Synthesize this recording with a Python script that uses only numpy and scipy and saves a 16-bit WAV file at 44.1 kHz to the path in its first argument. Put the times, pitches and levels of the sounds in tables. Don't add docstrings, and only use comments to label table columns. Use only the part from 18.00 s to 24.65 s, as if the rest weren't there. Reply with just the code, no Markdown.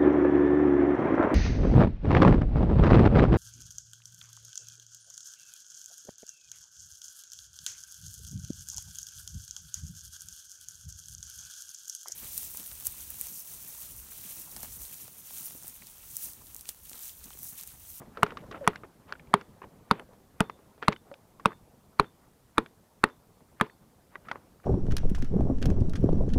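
import sys
import numpy as np
from scipy import signal
from scipy.fft import rfft, irfft
from scipy.io import wavfile
from scipy.ndimage import uniform_filter1d

SR = 44100
rng = np.random.default_rng(int(sys.argv[2]) if len(sys.argv) > 2 else 0)


def ratio_of_db(decibels):
    return 10 ** (np.asarray(decibels, float) / 20)


def wav_out(sig):
    wavfile.write(sys.argv[1], SR, np.round(np.clip(np.atleast_2d(sig).T, -1, 1) * 32767).astype(np.int16))


N = 293265

# (time [s], blow level [dB], body frequency [Hz], steel crack level [dB], table shove level [dB])
SHOTS = [(0.231, -3, 1080, -17.5, -29.5), (0.676, -2, 1120, -18.5, -27.5), (1.3396, -0.5, 1069, -15, -49),
         (1.9114, -3, 1137, -15.5, -50), (2.405, -16, 1460, -14, -26), (2.882, -2.5, 1116, -12, -50),
         (3.457, -2.5, 1129, -17.5, -34), (3.997, -2, 1122, -14.5, -18.5), (4.581, -6, 1193, -15, -23),
         (5.039, -2.5, 1210, -11, -27), (5.611, -8, 1150, -21, -31.5)]
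# (thump frequency [Hz], thump level [dB], plank frequency [Hz], plank level [dB], nose frequency [Hz])
SPOTS = [(175, -23.5, 700, -25, 1400), (186, -23, 720, -21, 3400), (196, -23, 1000, -23, 1900),
         (210, -21, 600, -27, 4700), (196, -17, 890, -17.5, 2470), (187, -18.5, 670, -19.5, 2800),
         (194, -22, 556, -19, 1800), (175, -27, 270, -16, 1600), (220, -27, 310, -13, 1700),
         (250, -23.5, 321, -11.5, 1850), (217, -23, 577, -19.5, 1730)]
# (latch lead [s], latch level [dB], driver travel [s], top snap level [dB], nose level [dB])
LATCHES = [(0.0055, -27, 0.0016, -21.5, -11.5), (0.0083, -28, 0.0015, -22.5, -20.5),
           (.006, -31, 0.0018, -25.5, -18.5), (0.0052, -35, 0.002, -27.5, -23),
           (0.0045, -28, 0.0032, -23, -21.5), (0.0048, -30.5, .002, -22.5, -18),
           (0.0052, -33, .0018, -28, -23), (0.0052, -36, .0022, -27.5, -28),
           (0.0061, -32.5, 0.0021, -26.5, -15.5), (0.004, -24, .0017, -24.5, -8.5),
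           (0.011, -25.5, .0016, -28, -10.5)]
# (frequency [Hz], level [dB], wood lag [s])
EDGES = [(5500, -26, .0011), (5750, -20, .0008), (4511, -21, .0021), (4300, -19, .0024), (2900, -19, .0017),
         (3100, -21, .003), (3130, -24, .0018), (4370, -17, .0016), (3960, -17, .003), (4344, -17, .0015),
         (3725, -24, .003)]
# (rail frequency [Hz], level [dB], t60 [s], neighbour frequency [Hz], level [dB])
RAILS = [(414, -20.5, 0.08, 335, -30.5), (420, -22.5, 0.098, 342, -23.5), (405, -19.5, 0.1, 330, -27),
         (412, -26, .08, 360, -28), (437, -23.5, 0.097, 643, -22), (424, -23.5, 0.082, 592, -19.5),
         (429.6, -24, 0.073, 320, -23.5), (416, -19.5, 0.083, 690, -25.5), (435, -19.5, .06, 215, -34),
         (430, -26, 0.076, 530, -24), (430.5, -26, .1, 356, -18.5)]
# (low frequency [Hz], level [dB], high frequency [Hz], level [dB])
GRIPS = [(1850, -17, 2804, -11), (1900, -12, 2395, -12), (2200, -14, 3246, -13), (2169, -17, 3628, -15),
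         (1930, -23.5, 3500, -17), (2080, -14, 4015, -12), (2625, -14, 3610, -14.5), (2385, -15, 4100, -12),
         (2406, -18, 3600, -13), (2660, -14, 3676, -14.5), (2300, -26, 3305, -16)]

# (frequency [Hz], level [dB], t60 [s])
BODY_MODES = [(2435, -3, 0.006), (4276, -11, 0.0069), (5220, -13.5, 0.0053), (2836, -8.5, 0.0079)]
# (frequency [Hz], density [dB per Hz])
SNAP_SPECTRUM = [(2940, -30.5), (5000, -4.5), (6550, -6.5), (10100, -2.5), (11200, -8.5), (12500, -15),
                 (15100, -22.5), (16500, -37)]
# (frequency [Hz], level [dB], t60 [s])
BOARD_MODES = [(646, -8.5, 0.015), (866, -6, 0.032), (1260, -10, 0.03)]
# (frequency [Hz], density [dB per Hz])
RATTLE_SPECTRUM = [(350, -29.5), (600, -4.5), (697, -7), (1310, -9), (1720, -15.5), (2910, -23.5),
                   (4400, -29), (6570, -45), (12000, -49), (15600, -79), (22000, -120)]
# (frequency [Hz], t60 [s])
RATTLE_T60 = [(500, 0.023), (1200, 0.033), (2500, 0.039), (5000, 0.038), (10000, 0.016)]
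# (frequency [Hz], density [dB per Hz])
SHIVER_SPECTRUM = [(71, -33), (120, -0.5), (482, -1), (658, -13.5), (975, -4.5), (3120, -27.5),
                   (3500, -26.5), (3990, -33), (6000, -46), (7800, -75), (13200, -120)]

# (time [s], level [dB], upper coil level above [dB])
SPRINGS = [(0.711, -71.5, -9), (1.385, -68, -9), (1.413, -72, -11), (1.945, -66.5, -14), (1.996, -80, 8),
           (2.435, -59, -12), (2.497, -61, -18), (2.94, -62, -18), (3.475, -62, -7.5), (3.525, -65, -9),
           (4.045, -61, -15), (4.61, -70, -2), (4.663, -70, -9), (5.098, -67, -18), (5.668, -66, -9),
           (5.7, -79, 10)]
COIL_HZ = (3560, 3430, 4390)
# (time [s], level [dB], ring frequency [Hz], bright level above [dB])
CLICKS = [(0.306, -29.5, 1460, -19), (0.733, -36.5, 1340, -18), (0.758, -28.5, 1580, -6.5),
          (1.124, -21, 1474, -11.5), (1.136, -40, 1550, -27.5), (1.412, -31, 1350, -14.5),
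          (1.996, -30.5, 1370, -16), (2.4974, -22.5, 1170, -21), (2.937, -42, 1415, -13.5),
          (2.962, -38.5, 2040, -23), (3.14, -40, 2450, -15), (3.519, -33, 1220, -28.5),
          (3.53, -38, 1160, -25.5), (4.044, -37, 1430, -25), (4.661, -34, 1550, -16),
          (5.088, -44, 1160, -8), (5.099, -39, 1394, -18), (5.666, -43, 1196, -17), (5.698, -42, 1800, -23)]
# (time [s], level [dB], ring frequency [Hz], bright level above [dB], t60 [s])
KNOCKS = [(0.021, -47, 1150, -31, 0.034), (0.172, -33.5, 1320, -15, 0.05), (0.321, -34.5, 1260, -18, 0.02),
          (0.439, -46.5, 1080, -23, 0.024), (0.512, -39.5, 1150, -7.5, 0.067),
          (0.545, -36.5, 1346, -32, 0.064), (0.835, -39, 1250, -35, 0.041), (1.272, -55, 2300, -14, 0.027),
          (1.641, -42, 950, -26, 0.04), (2.134, -50, 1070, -7.5, 0.014), (2.59, -51.5, 1100, -21.5, 0.031),
          (2.779, -51.5, 980, -12, 0.026), (2.8395, -43, 1430, -10, 0.014), (2.848, -45, 1443, -12, 0.028),
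          (3.115, -36.5, 1080, -14.5, 0.01), (5.406, -51, 1080, -22.5, 0.028),
          (6.641, -51.5, 1176, -23, 0.07)]
# (time [s], level [dB], ring frequency [Hz], bright level above [dB], t60 [s])
TAPS = [(0.264, -32, 1370, -14.5, 0.043), (0.371, -31, 1166, -12.5, 0.051),
        (1.093, -44.5, 1204, -15, 0.041), (1.153, -44.5, 1460, -36, 0.049), (1.196, -46, 2200, -38, 0.03),
        (1.618, -35.5, 1063, -30, 0.041), (2.826, -20.5, 1150, -19.5, 0.015),
        (2.832, -33, 1410, -19, 0.037), (2.917, -34, 1080, -25, 0.03), (2.9235, -27, 1150, -12.5, 0.027),
        (2.928, -28.5, 2150, -7, 0.021), (3.397, -43, 1115, -16.5, 0.06), (3.506, -40, 1150, -28, 0.044),
        (6.1555, -36.5, 1608, -40, 0.028), (6.256, -58, 1210, -16, 0.04), (6.285, -37, 1320, -17, 0.076),
        (6.27, -49, 1240, -30, .06), (.525, -39, 1470, -18, 0.031), (.608, -50.5, 1500, -8.5, 0.016),
        (6.3155, -27, 1050, -13, 0.03), (6.33, -43, 1070, -19, 0.045), (6.357, -32, 1075, -32.5, 0.023),
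        (6.6, -55, 1300, -22, 0.04)]
CLACK_S = (6.1555, 6.314)
# (frequency [Hz], level [dB], t60 [s])
CLACKS = [
    [(1150, -28, 0.017), (1550, -30, 0.014), (1930, -29.5, 0.019)],
    [(1000, -14, 0.011), (1436, -16, 0.012), (1970, -20.5, 0.014), (3240, -29.5, 0.011), (4460, -36.5, .01),
     (282, -40, 0.032)],
]
# (time [s], frequency [Hz], level [dB], t60 [s])
CHINKS = [(.265, 2300, -38, 0.013), (.294, 2000, -48, .012), (.306, 2900, -46, .01),
          (.371, 2900, -39, .015), (0.37, 4300, -50, .012), (.511, 1900, -43, .015),
          (.514, 3900, -48, .015), (.524, 4200, -54, .012), (.558, 2600, -50, .012),
          (.644, 2300, -48, .012), (1.196, 1790, -43, 0.017), (1.196, 2350, -48, .015),
          (1.972, 3100, -55, 0.0091), (1.987, 2800, -53, .01), (1.997, 2990, -41, .014),
          (1.996, 10200, -48, 0.0098), (1.996, 8600, -54, 0.0087), (2.826, 3300, -40.5, 0.011),
          (2.826, 4100, -42, .006), (2.832, 2200, -40, .007), (2.832, 4800, -48, .006),
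          (2.84, 4300, -50, .007), (2.847, 2600, -42, .007), (2.937, 3100, -50, .015),
          (2.962, 3030, -40, 0.014), (2.962, 1500, -40, 0.014), (3.141, 1500, -44, 0.011),
          (3.14, 4630, -53, .01), (4.661, 2300, -43, 0.014), (4.661, 3500, -51, .012),
          (5.598, 2600, -41, .01), (5.668, 5000, -58, .01), (6.1555, 700, -39, .015),
          (6.285, 1850, -38, .012), (6.285, 742, -45, .015), (6.299, 1500, -45, 0.017),
          (6.324, 1150, -43, .04), (6.356, 1900, -48, .015), (.758, 3100, -46, .008),
          (.836, 2050, -50, .012), (1.619, 2700, -50, .008), (1.642, 3100, -52, .008),
          (1.644, 200, -44, .04), (1.565, 550, -52, .03), (1.412, 2600, -48, .008), (3.99, 4400, -48, .008),
          (2.592, 450, -52, .02), (6.3145, 1200, -24, .012)]
# (time [s], length [s], level [dB])
CHATTER = [(.245, .09, -62), (.375, .05, -64), (.51, .03, -58), (.54, .05, -62), (.682, .04, -58),
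           (.755, .03, -64), (1.35, .07, -64), (1.925, .075, -63), (2.83, .05, -60), (2.895, .04, -58),
           (4.01, .045, -64), (5.05, .05, -62), (5.62, .055, -62), (6.29, .025, -62)]
# (time [s], length [s], level [dB], centre frequency [Hz])
SCRAPES = [(.005, 0.041, -54.5, 523), (0.116, 0.13, -60.5, 1050), (0.266, 0.073, -56.5, 1030),
           (0.416, 0.044, -56, 270), (.51, 0.089, -52, 700), (0.529, 0.052, -65, 1900),
           (1.069, 0.056, -68, 2500), (0.634, 0.031, -54, 1180), (0.72, 0.066, -58.5, 915),
           (0.828, 0.035, -60, 1090), (1.049, 0.12, -57.5, 780), (1.392, 0.037, -58, 1140),
           (1.619, 0.037, -56, 1160), (1.634, 0.074, -59.5, 96), (1.902, 0.03, -54.5, 1310),
           (1.95, 0.1, -52.5, 443), (2.076, 0.1, -63, 465), (2.816, 0.012, -56, 1290),
           (2.824, 0.016, -47, 1400), (2.896, 0.051, -52, 805), (3.023, 0.13, -64, 467),
           (4.152, 0.17, -72, 714), (4.548, 0.035, -67, 980), (5.404, 0.039, -61.5, 112),
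           (5.56, 0.043, -76.5, 1620), (6.092, 0.1, -65.5, 1090), (6.236, 0.043, -64.5, 1310),
           (6.32, 0.074, -60, 890), (6.626, 0.048, -64, 1350)]
SQUEAK_S = (.609, 2.09, 3.113, 3.155)
# (level [dB], start frequency [Hz], end frequency [Hz], length [s])
SQUEAKS = [
    (-35, 600, 460, .056),
    (-49, 520, 500, .015),
    (-41, 560, 570, .028),
    (-53, 540, 520, .015),
]

# (time [s], level [dB])
YARD_BUSTLE = [(0.0, 12), (0.15, 5), (0.28, 13.5), (0.39, 10.5), (0.552, 10), (0.7, 10), (0.909, 2.5),
               (1.11, 3), (1.299, 7), (1.63, 3.5), (2.331, 1), (2.52, 3.5), (2.899, 0.5), (3.58, 1),
               (4.441, -1), (6.1, 0), (6.3, 5.5), (6.65, -1)]
# (frequency [Hz], density [dB per Hz])
AIR_SPECTRUM = [(15, -44), (25, -10.5), (146, -3), (389, -14), (422, -10), (457, -10.5), (538, -13),
                (809, -15.5), (952, -16), (1700, -25.5), (2530, -29), (11600, -28.5), (15200, -30),
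                (16100, -50)]


def evened(x):
    return x / np.sqrt(np.mean(x ** 2) + 1e-20)


def read(points, hz):
    f, value = np.transpose(points)
    return np.interp(np.log(hz + 1), np.log(f + 1), value)


def add(mix, s, sound):
    part = mix[max(round(s * SR), 0):][:len(sound)]
    part += sound[:len(part)]


def clock(length):
    return np.arange(round(length * SR)) / SR


def decay(t, t60):
    return ratio_of_db(-60 * t / t60)


def onset(t, rise):
    return 1 - np.exp(-t / rise)


def mode(t, hz, db, t60, rise=0.0001, phase=0):
    return ratio_of_db(db) * decay(t, t60) * onset(t, rise) * np.sin(2 * np.pi * hz * t + phase)


def scattered_modes(t, modes, stretch, rise):
    total = np.zeros(len(t))
    for hz, db, t60 in modes:
        scatter, phase = rng.uniform(.96, 1.04), rng.uniform(0, 2 * np.pi)
        total += mode(t, hz * scatter, db, stretch * t60, rise, phase)
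    return total


def coloured(size, db_of_hz):
    hz = np.fft.rfftfreq(size, 1 / SR)
    return evened(irfft(rfft(rng.standard_normal(size)) * ratio_of_db(db_of_hz(hz)), size))


def band(hz, centre_hz, octaves):
    return np.maximum(-6 * (np.log2((hz + 1) / centre_hz) / octaves) ** 2, -90)


def filtered(x, extra, centre_hz, octaves):
    size = len(x) + extra
    hz = np.fft.rfftfreq(size, 1 / SR)
    return evened(irfft(rfft(x, size) * ratio_of_db(band(hz, centre_hz, octaves)), size))


def driver_blow(body_hz, travel_s):
    t = clock(.2)
    envelope = (1 - np.exp(-(t / 0.00035) ** 2)) * decay(np.maximum(t - travel_s, 0), 0.0024)
    return ratio_of_db(-1.5) * envelope * np.sin(2 * np.pi * body_hz * t)


def steel_crack(crack_db, snap_db):
    t = clock(.2)
    crack = scattered_modes(t, BODY_MODES, 1.3, 0.00038)
    snap = coloured(len(t), lambda f: read(SNAP_SPECTRUM, f)) * decay(t, .012) * onset(t, 0.00018)
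    return ratio_of_db(crack_db - 3.5) * crack + ratio_of_db(snap_db) * snap


def latch_slip(db):
    t = clock(.2)
    grit = coloured(len(t), lambda f: band(f, 1700, 0.42)) * ratio_of_db(-7.5) * decay(t, .03) * onset(t, 0.00064)
    high = mode(t, 4400, -17.5, 0.0064, phase=rng.uniform(0, 2 * np.pi))
    return ratio_of_db(db) * (mode(t, 1250, 0, 0.024) + high + grit)


def frame_thump(hz, db):
    t = clock(.2)
    thump = mode(t, hz, db + 10.0, 0.029, rise=0.00084, phase=0.4) + mode(t, hz, db - 7.5, 0.032, rise=0.003)
    return thump + ratio_of_db(-18) * scattered_modes(t, BOARD_MODES, 1, 0.00024)


def spot(crack_db, push_db, plank_hz, plank_db, nose_hz, nose_db):
    t = clock(.1)
    push = ratio_of_db(push_db) * (t / 0.0069) * np.exp(1 - t / 0.0033)
    plank = mode(t, plank_hz, plank_db, 0.027, rise=0.00052)
    nose = mode(t, nose_hz, nose_db, .014)
    driver = mode(t, 3520 * rng.uniform(.94, 1.06), crack_db - 14.0, .009)
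    return push + plank + nose + driver


def rail(hz, db, t60, near_hz, near_db):
    t = clock(.2)
    return mode(t, hz, db, t60, rise=0.0014) + mode(t, near_hz, near_db, 0.033, rise=.0007)


def grip(low_hz, low_db, high_hz, high_db):
    t = clock(.05)
    return mode(t, low_hz, low_db, .012, rise=.0004) - mode(t, high_hz, high_db, .009, rise=.0003)


def rattle():
    noise = coloured(8192, lambda f: read(RATTLE_SPECTRUM, f))
    hz, t, z = signal.stft(noise, SR, nperseg=128)
    damped = z * decay(t, read(RATTLE_T60, hz)[:, None])
    tail = signal.istft(damped, SR, nperseg=128)[1]
    return ratio_of_db(-21.5) * tail * onset(clock(len(tail) / SR), 0.00042)


def shiver():
    t = np.arange(8192) / SR
    noise = coloured(len(t), lambda f: read(SHIVER_SPECTRUM, f))
    return ratio_of_db(-34) * decay(t, 0.18) * onset(t, 0.00087) * noise


def squeeze():
    t = clock(0.065)
    swell_db = -390 * (t[-1] - t)
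    return ratio_of_db(-60 + swell_db) * coloured(len(t), lambda f: band(f, 1500, 0.67))


def staple(mix, shot, place, release, edge, wood, steel):
    s, blow_db, body_hz, crack_db, push_db = shot
    thump_hz, thump_db, plank_hz, plank_db, nose_hz = place
    lead, latch_db, travel_s, snap_db, nose_db = release
    edge_hz, edge_db, lag = edge
    add(mix, s - .054, squeeze())
    add(mix, s - lead, latch_slip(latch_db))
    add(mix, s - .0014, mode(clock(.2), 1500, blow_db - 21.0, 0.0027))
    add(mix, s - .0003, ratio_of_db(blow_db) * driver_blow(body_hz, travel_s))
    add(mix, s + .0001, steel_crack(crack_db, snap_db))
    add(mix, s + .0004, mode(clock(.05), edge_hz, edge_db, .008, rise=.0003))
    add(mix, s + .0004, grip(*steel))
    add(mix, s + .00066, spot(crack_db, push_db, plank_hz, plank_db, nose_hz, nose_db))
    add(mix, s + lag, frame_thump(thump_hz, thump_db))
    add(mix, s + lag, rail(*wood))
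    add(mix, s + .001, rattle())
    add(mix, s + .0036, shiver())


def spring(db, upper_db):
    t = clock(.3)
    drift = uniform_filter1d(uniform_filter1d(rng.standard_normal(len(t)), 150), 150)
    shake = 1 + .5 * evened(drift)
    levels_db = (0, -7.5, upper_db)
    coil = sum(mode(t, hz, level_db, 0.23, rise=.008) for hz, level_db in zip(COIL_HZ, levels_db))
    return ratio_of_db(db) * shake * coil


def tick(db, hz, bright_db, t60, dull_db):
    t = clock(0.15)
    ring = mode(t, hz, 6.1, 0.39 * t60, rise=0.00061)
    overtone = mode(t, 2.1 * hz, -13, .008, rise=.0005)
    grit = ratio_of_db(-9.5) * decay(t, t60) * coloured(len(t), lambda f: band(f, 1.215 * hz, 0.61))
    bright = ratio_of_db(bright_db) * decay(t, .5 * t60) * coloured(len(t), lambda f: band(f, 3700, 0.61))
    dull = ratio_of_db(dull_db) * decay(t, 2.3 * t60) * coloured(len(t), lambda f: band(f, 400, .9))
    return ratio_of_db(db) * (ring + overtone + (grit + bright + dull) * onset(t, 0.00049))


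def clack(modes):
    return sum(mode(clock(.08), hz, db, t60, rise=0.0006) for hz, db, t60 in modes)


def chink(hz, db, t60):
    return mode(clock(.06), hz, db, t60, rise=0.00036)


def chatter(length, db):
    size = round(length * SR)
    chance, rarity, sign = rng.random((3, size))
    hit = chance < 2500 / SR
    height = ratio_of_db(-2.2 * np.log(rarity + 1e-4))
    clicks = hit * height * (sign - .5) * signal.windows.tukey(size, .5)
    return ratio_of_db(db) * filtered(clicks, 256, 2100, .6)


def scrape(length, db, hz):
    slips = rng.standard_normal(8192) * ratio_of_db(2.5 * rng.exponential(1, 128)).repeat(64)
    size = round(length * SR)
    slips = slips[:size] * np.hanning(size)
    octaves = .9 * (1000 / hz) ** .3
    return ratio_of_db(db) * filtered(slips, 512, hz, octaves)


def squeak(db, start_hz, end_hz, length):
    t = clock(length)
    hz = np.linspace(start_hz, end_hz, len(t))
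    rub = 1 + 0.24 * evened(uniform_filter1d(rng.standard_normal(len(t)), size=200))
    envelope = ratio_of_db(db - 8 * t / length) * signal.windows.tukey(len(t), .2)
    return rub * envelope * np.sin(2 * np.pi * np.cumsum(hz) / SR)


def early_hiss():
    off_s, fade_s = 0.77, .03
    early = np.clip((off_s - np.arange(N) / SR) / fade_s, 0, 1)

    def thin(hz):
        return read(AIR_SPECTRUM, hz) + np.minimum(24 * np.log2((hz + 1) / 3000), 0)

    return early * ratio_of_db(-74.5) * coloured(N, thin)


def yard():
    frames, hz = N // 128 + 5, np.fft.rfftfreq(512, 1 / SR)
    real, imaginary, patches = rng.standard_normal((frames, 257, 3)).T
    patches = evened(uniform_filter1d(uniform_filter1d(patches, 6, 0), 8, 1))
    s, bustle_db = np.transpose(YARD_BUSTLE)
    low = 1 / (1 + (hz / 300) ** 4)
    high = 1 / (1 + (2800 / (hz + 1)) ** 4)
    layers = [  # (band, level at rest [dB], share of the bustle, lumpiness [dB], trim [dB])
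        (low, -63.5, 1, 2.3, .2),
        (1 - low - high, -67.5, 0.93, 2.3, .3),
        (high, -73.5, .05, .3, 1.2)]
    out = np.zeros(N)
    for part, calm_db, follow, lumpy_db, trim_db in layers:
        weight = np.clip(part, 0, 1)[:, None]
        z = (real + 1j * imaginary) * weight * ratio_of_db(read(AIR_SPECTRUM, hz)[:, None] + lumpy_db * patches)
        layer = evened(signal.istft(z, nperseg=512, noverlap=384)[1][:N])
        level_db = np.interp(np.arange(N) / SR, s, calm_db + follow * bustle_db)
        out += layer * ratio_of_db(trim_db + level_db)
    return out


def scene():
    mix = yard() + early_hiss()
    for parts in zip(SHOTS, SPOTS, LATCHES, EDGES, RAILS, GRIPS):
        staple(mix, *parts)
    for s, db, upper_db in SPRINGS:
        add(mix, s, spring(db, upper_db))
    for s, *row in CLICKS:
        add(mix, s, tick(*row, t60=0.018, dull_db=-20))
    for s, *row in KNOCKS:
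        add(mix, s, tick(*row, dull_db=-3))
    for s, *row in TAPS:
        add(mix, s, tick(*row, dull_db=-13))
    for s, modes in zip(CLACK_S, CLACKS):
        add(mix, s, clack(modes))
    for s, *row in CHINKS:
        add(mix, s, chink(*row))
    for s, *row in CHATTER:
        add(mix, s, chatter(*row))
    for s, *row in SCRAPES:
        add(mix, s, scrape(*row))
    for s, row in zip(SQUEAK_S, SQUEAKS):
        add(mix, s, squeak(*row))
    return mix[None]


def low_pass(x):
    return signal.sosfilt(signal.butter(12, 16600, fs=SR, output="sos"), x)


def record(dry):
    ceiling = 1.1
    overloaded = ceiling * np.tanh(dry / ceiling)
    mix = signal.lfilter(*signal.butter(1, 25 / (SR / 2), "high"), overloaded)
    return low_pass(mix)


dry = scene()
out = record(dry)
wav_out(out)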